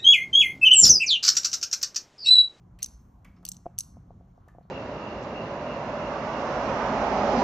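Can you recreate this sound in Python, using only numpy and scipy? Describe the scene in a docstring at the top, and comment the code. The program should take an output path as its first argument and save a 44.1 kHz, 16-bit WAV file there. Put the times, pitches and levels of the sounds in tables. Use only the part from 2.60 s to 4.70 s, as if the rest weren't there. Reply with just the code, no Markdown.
"""A quiet room with a wooden table, where small hard plastic cases are handled. Each impact excites the
modes of a case: bright, brittle clicks in short bouncing runs. Soft taps ring the table near 700 Hz,
and a few softer knocks sound further off, over low rumble, a hum and a faint hiss.
Two close microphone ports hear nearly the same sound, with a phase gap that grows in the treble."""
import sys
import numpy as np
from scipy import signal
from scipy.fft import rfft, irfft
from scipy.io import wavfile

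SR = 44100
rng = np.random.default_rng(int(sys.argv[2]) if len(sys.argv) > 2 else 0)


def persist_wave(psi):
    """Save psi, clipped to +-1, as 16-bit WAV."""
    counts = np.round(np.clip(psi, -1, 1) * 32767).astype(np.int16)
    wavfile.write(sys.argv[1], SR, np.atleast_2d(counts).T)


N = 92610
OPPOSITE = np.array([[1], [-1]])  # antiphase at the left and right ports


def amp(db):
    """Decibels as an amplitude ratio."""
    return 10 ** (np.asarray(db) / 20)


def unit(x):
    """Normalisation to rms 1."""
    return x / np.sqrt(np.mean(x ** 2) + 1e-20)


def decay(t, t60):
    """Exponential damping: 60 dB down after t60 seconds."""
    return amp(-60 * t / t60)


def envelope(rows):
    """Amplitude at every sample, interpolated in decibels."""
    return amp(np.interp(np.arange(N) / SR, *np.transpose(rows)))


def drift(rate):
    """Slow random modulation: low-passed noise with a spread near 1."""
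    r = np.exp(-80 * np.pi * rate / SR)
    slow = signal.lfilter([1], [1, -2 * r, r * r], rng.standard_normal(N // 40 + 2002))[2000:]
    return np.interp(np.arange(N) / 40, np.arange(len(slow)), unit(slow))


def ring(x, hz, t60):
    """Damped resonator: a unit impulse starts a decaying sine of height 1."""
    r, w = decay(1 / SR, t60), 2 * np.pi * hz / SR
    return signal.lfilter([0, np.sin(w)], [1, -2 * r * np.cos(w), r * r], x + 1e-18)


def burst(grain, decay_s):
    """Noise transient of unit energy: a quick rise, then exponential decay."""
    t = np.arange(len(grain)) / SR
    shape = grain * np.exp(-t / decay_s) * t / (t + decay_s / 2)
    return shape / np.sqrt(np.sum(shape ** 2))


def absorb(x, cutoff_hz=13500):
    """Absorption: air and soft furnishings take the highest treble."""
    return signal.sosfilt(signal.butter(6, cutoff_hz, fs=SR, output="sos"), x)


def noise(spectrum, flicker_db):
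    """Amplitude-modulated noise of rms 1: each half-octave band flickers on its own, the treble less."""
    hz, db = np.transpose(spectrum)
    f = np.arange(N // 2 + 1) * SR / N + 1
    shaped = rfft(rng.standard_normal(N)) * amp(np.interp(np.log(f), np.log(hz), db))
    half_octaves = 2 * np.log2(f / 20)
    bands = (irfft(shaped * np.clip(1 - abs(half_octaves - k), 0, 1) ** .5, N) for k in range(21))
    return unit(sum(band * amp(flicker_db * (1 - k / 24) * drift(6.0)) for k, band in enumerate(bands)))


def room_noise():
    """Partial coherence: a rumble common to both ports, plus weaker noise in antiphase."""
    # spectrum of the common noise: (frequency [Hz], relative density [dB])
    common = [(26, -35.5), (35, -7.5), (40, 0), (100, -1.5), (210, -10), (330, -20), (500, -30),
              (1100, -27.5), (1700, -40), (2600, -49.5), (4800, -55), (6200, -50.5), (8500, -57.5),
              (11500, -51), (14000, -64.5), (16000, -84)]
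    # spectrum of the antiphase noise: (frequency [Hz], relative density [dB])
    antiphase = [(60, -5), (150, 9), (250, 12), (500, 12.5), (1200, 11.5), (2000, -22.5), (5000, -21),
                 (8000, -41.5), (14000, -50.5)]
    return amp(-53) * noise(common, flicker_db=5) + amp(-72) * noise(antiphase, flicker_db=8) * OPPOSITE


def hum(hz=177.8):
    """A pure tone under slow amplitude modulation: the level dips and recovers."""
    # course of the hum: (time [s], rms level [dB])
    levels = [(0.0, -58), (0.72, -75), (0.81, -57), (1.06, -61.5), (1.6, -59.5), (1.84, -80.5), (1.89, -65),
              (2.06, -59), (2.1, -83)]
    return envelope(levels) * np.sqrt(2) * np.sin(2 * np.pi * hz * np.arange(N) / SR)


def case_clicks():
    """Modal vibration: impacts ring the plastic. Returns the clicks and their first broad cracks."""
    # impacts: (time [s], level of each of six mode groups from low to high [dB], contact time [s])
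    impacts = [(0.188, -55, -66, -61, -58.5, -61, -60.5, 0.0018),
               (0.2015, -58.5, -67, -67.5, -73, -66, -70.5, 0.0073),
               (0.2205, -45.5, -39, -49, -50, -51, -58.5, 0.0026),
               (0.2286, -28, -17.5, -23, -19, -10, -28, 0.0002),
               (0.2355, -39, -37, -44.5, -40, -35.5, -45.5, 0.00033),
               (0.2437, -34, -21, -39, -27.5, -34.5, -46, 0.0002),
               (0.2598, -45.5, -37, -42.5, -34.5, -40, -48.5, 0.00067),
               (0.287, -60.5, -47, -64, -52.5, -52, -70, 0.0002),
               (0.8516, -30.5, -31.5, -31, -31.5, -27, -29, 0.0002),
               (0.864, -35, -33, -42, -33.5, -47, -61, 0.0002),
               (0.877, -47.5, -55, -54, -58, -61.5, -59, 0.0018),
               (0.8878, -40, -28, -25.5, -21, -23, -30, 0.0002),
               (0.9172, -40.5, -25.5, -30, -45, -50, -38.5, 0.0002),
               (0.934, -53.5, -60, -49, -62, -59.5, -65.5, 0.0002),
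               (0.943, -58.5, -64, -68, -54.5, -58.5, -61.5, 0.002),
               (0.9672, -51, -42, -54.5, -48.5, -51.5, -69, 0.00033),
               (1.1805, -50, -47, -52.5, -61, -51.5, -61.5, 0.00067),
               (1.1868, -29, -22.5, -25, -21, -9.5, -26.5, 0.0002),
               (1.1976, -47, -27.5, -29, -32, -34, -40.5, 0.0002),
               (1.2062, -34, -23, -29.5, -21.5, -28, -42, 0.0002),
               (1.234, -52, -56, -49.5, -55, -56, -64.5, 0.0002),
               (1.2455, -75, -62, -50, -55, -63, -66, 0.00033)]
    # modes of a case: (frequency [Hz], relative level [dB], t60 [s])
    modes = [(2926, -6, 0.0045), (3570, -3.5, 0.0033), (4248, -8, .016), (4674, -6, 0.0096),
             (5538, -8, 0.0093), (6077, 1, 0.0064), (6450, -5.5, 0.0096), (7736, -5, .025),
             (8406, -6, 0.012), (9200, -6, .015), (10850, -8, .015), (12600, -10, 0.018), (13200, -4, .011),
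             (15000, -11.5, 0.0043)]
    # borders between the mode groups: (frequency [Hz])
    group_edges = [5100, 7000, 8700, 10000, 11500]
    gain_db, spread_db, detune_spread, rise_s = 2, 0.5, 0.013, .0003
    length, grains = 4410, 800  # samples
    t = np.arange(length) / SR
    onset = decay(t, t60=0.036)
    rise = 1 - np.exp(-(t / rise_s) ** 2)
    clicks, cracks = np.zeros((2, N + length))
    draws = rng.standard_normal((len(impacts), grains + 3 * len(modes)))
    for (s, *group_db, contact_s), draw in zip(impacts, draws):
        # a contact under half a millisecond is a clean blow, a longer one a scuff
        force = 2 * burst(draw[:grains], contact_s) if contact_s > .0005 else [1.]
        force = np.pad(force, (0, length))[:length]
        # each impact strikes every mode a little differently
        for (hz, mode_db, t60), (loud, detune, polarity) in zip(modes, draw[grains:].reshape(-1, 3)):
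            level = amp(gain_db + group_db[np.searchsorted(group_edges, hz)] + mode_db + spread_db * loud)
            partial = np.sign(polarity) * level * rise * ring(force, hz * (1 + detune_spread * detune), t60)
            clicks[int(s * SR):][:length] += partial
            cracks[int(s * SR):][:length] += partial * onset
    low_cut = signal.butter(3, 1850, "high", fs=SR, output="sos")
    clicks, cracks = signal.sosfilt(low_cut, [clicks, cracks])
    # early reflections from close surfaces smear the ring, not alike on both sides
    reflections = [burst(grain, decay_s=.0025) for grain in rng.standard_normal((2, 1500))]
    common, apart = (signal.fftconvolve(clicks, response)[:N] for response in reflections)
    return clicks[:N] + amp(-10) * common + amp(-12) * apart * OPPOSITE, cracks[:N]


def far_knocks():
    """Forced resonance: a grainy scuff drives one heavily damped mode, with a faint hissy tick."""
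    # knocks: (time [s], scuff level [dB], frequency [Hz], t60 [s], tick level [dB])
    knocks = [(.190, -48, 2500, .004, -73), (.646, -45, 2100, 0.0044, -52.5),
              (0.648, -55, 1210, 0.0088, -89), (.762, -65, 5300, 0.0085, -80),
              (0.765, -49, 1300, 0.0016, -93.5), (0.828, -51, 990, 0.0055, -65),
              (1.058, -62.5, 2364, .004, -84.5), (1.882, -56, 1730, .018, -59),
              (1.882, -55, 1250, 0.016, -83), (2.026, -71, 4190, .012, -80.5)]
    length = 1600
    draws = rng.standard_normal((len(knocks), 2, length))
    out = np.zeros(N + length)
    for (s, db, hz, t60, tick_db), (scuff_grain, tick_grain) in zip(knocks, draws):
        scuff = 2 * amp(db) * ring(burst(scuff_grain, decay_s=0.009), hz, t60)
        tick = 10 * amp(tick_db) * np.gradient(burst(tick_grain, decay_s=.003))
        out[int(s * SR):][:length] += scuff + tick
    return absorb(out[:N])


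def hiss(band_hz=(6900, 14400)):
    """Band-limited noise: a faint high hiss that swells once."""
    # course of the hiss: (time [s], rms level [dB])
    levels = [(0, -100), (.3, -100), (.42, -80.5), (.72, -95.5), (.8, -100), (2.1, -100)]
    band = signal.butter(4, band_hz, "band", fs=SR, output="sos")
    return envelope(levels) * unit(signal.sosfilt(band, rng.standard_normal(N)))


def table_taps():
    """Soft contact carries little treble: taps and a faint random patter ring the wood's low modes."""
    # taps on the table: (time [s], level [dB])
    taps = [(1.0566, -40.5), (1.0581, -34.5), (1.0611, -34.5), (1.0639, -26), (1.0815, -59), (1.1005, -52),
            (1.369, -44.5), (1.506, -40.5), (1.609, -49), (1.778, -48), (1.877, -48.5), (1.949, -45),
            (1.984, -38), (2.011, -49), (2.052, -55)]
    # modes of the table: (frequency [Hz], relative level [dB], t60 [s])
    modes = [(170, -11.5, 0.013), (350, -15.5, 0.049), (549, -4, 0.025), (695.4, 3, 0.026),
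             (1134, -38, .015), (1560, -40, 0.01)]
    tap_gain_db, patter_per_s, patter_db, softness_hz = -3.5, 75, -71.5, 1400
    s, db = np.transpose(taps)
    blows = np.zeros(N)
    np.add.at(blows, (s * SR).astype(int), amp(db + tap_gain_db))
    patter = (rng.random(N) < patter_per_s / SR) * amp(patter_db + 2.5 * rng.standard_normal(N))
    soft = signal.butter(4, softness_hz, fs=SR, output="sos")
    force = signal.sosfilt(np.vstack([soft, soft]), blows + patter + 1e-18)
    return sum(amp(mode_db) * ring(force, hz, t60) for hz, mode_db, t60 in modes)


def reverberation(x, delay_s=0.0031, split_hz=7000):
    """Convolution with a decaying noise tail, mostly common to both ports; the treble dies sooner."""
    t = np.arange(SR) / SR
    common, apart = rng.standard_normal((2, SR))
    build_up = np.clip(t / delay_s - 1, 0, 1)
    white = (common + .12 * apart * OPPOSITE) * build_up
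    dull = signal.sosfiltfilt(signal.butter(2, split_hz, fs=SR, output="sos"), white)
    tail = dull * decay(t, t60=0.43) + amp(-1) * (white - dull) * decay(t, t60=0.33)
    tail /= np.sqrt(np.sum(tail[0] ** 2))
    return signal.fftconvolve(absorb(x)[None], tail, axes=1)[:, :N]


def scene():
    """Superposition of direct sound, reverberation and background; far knocks are the most reverberant."""
    clicks, cracks = case_clicks()
    taps, knocks = table_taps(), far_knocks()
    into_room = amp(-30) * clicks.mean(0) + amp(-20) * cracks + amp(-23) * taps + amp(-5) * knocks
    return clicks + taps + knocks + reverberation(into_room) + hiss() + hum() + room_noise()


def record(dry):
    """Interchannel phase: each port takes half of the phase gap, then a steep low-pass cuts the top."""
    # lead of the left port over the right: (frequency [Hz], phase [rad])
    phase_gap = [(0, 0), (2000, .1), (4400, .4), (4850, 1.6), (5150, .1), (6200, .7), (7600, 1.8),
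                 (9200, 3.1), (11300, 3.2), (13800, 6.0), (16500, 6.3)]
    lead = np.interp(np.arange(N // 2 + 1) * SR / N, *np.transpose(phase_gap))
    ports = irfft(rfft(dry) * np.exp(.5j * lead * OPPOSITE), N)
    return signal.sosfilt(signal.cheby2(12, 70, 16950, fs=SR, output="sos"), ports)


dry = scene()
out = record(dry)
persist_wave(out)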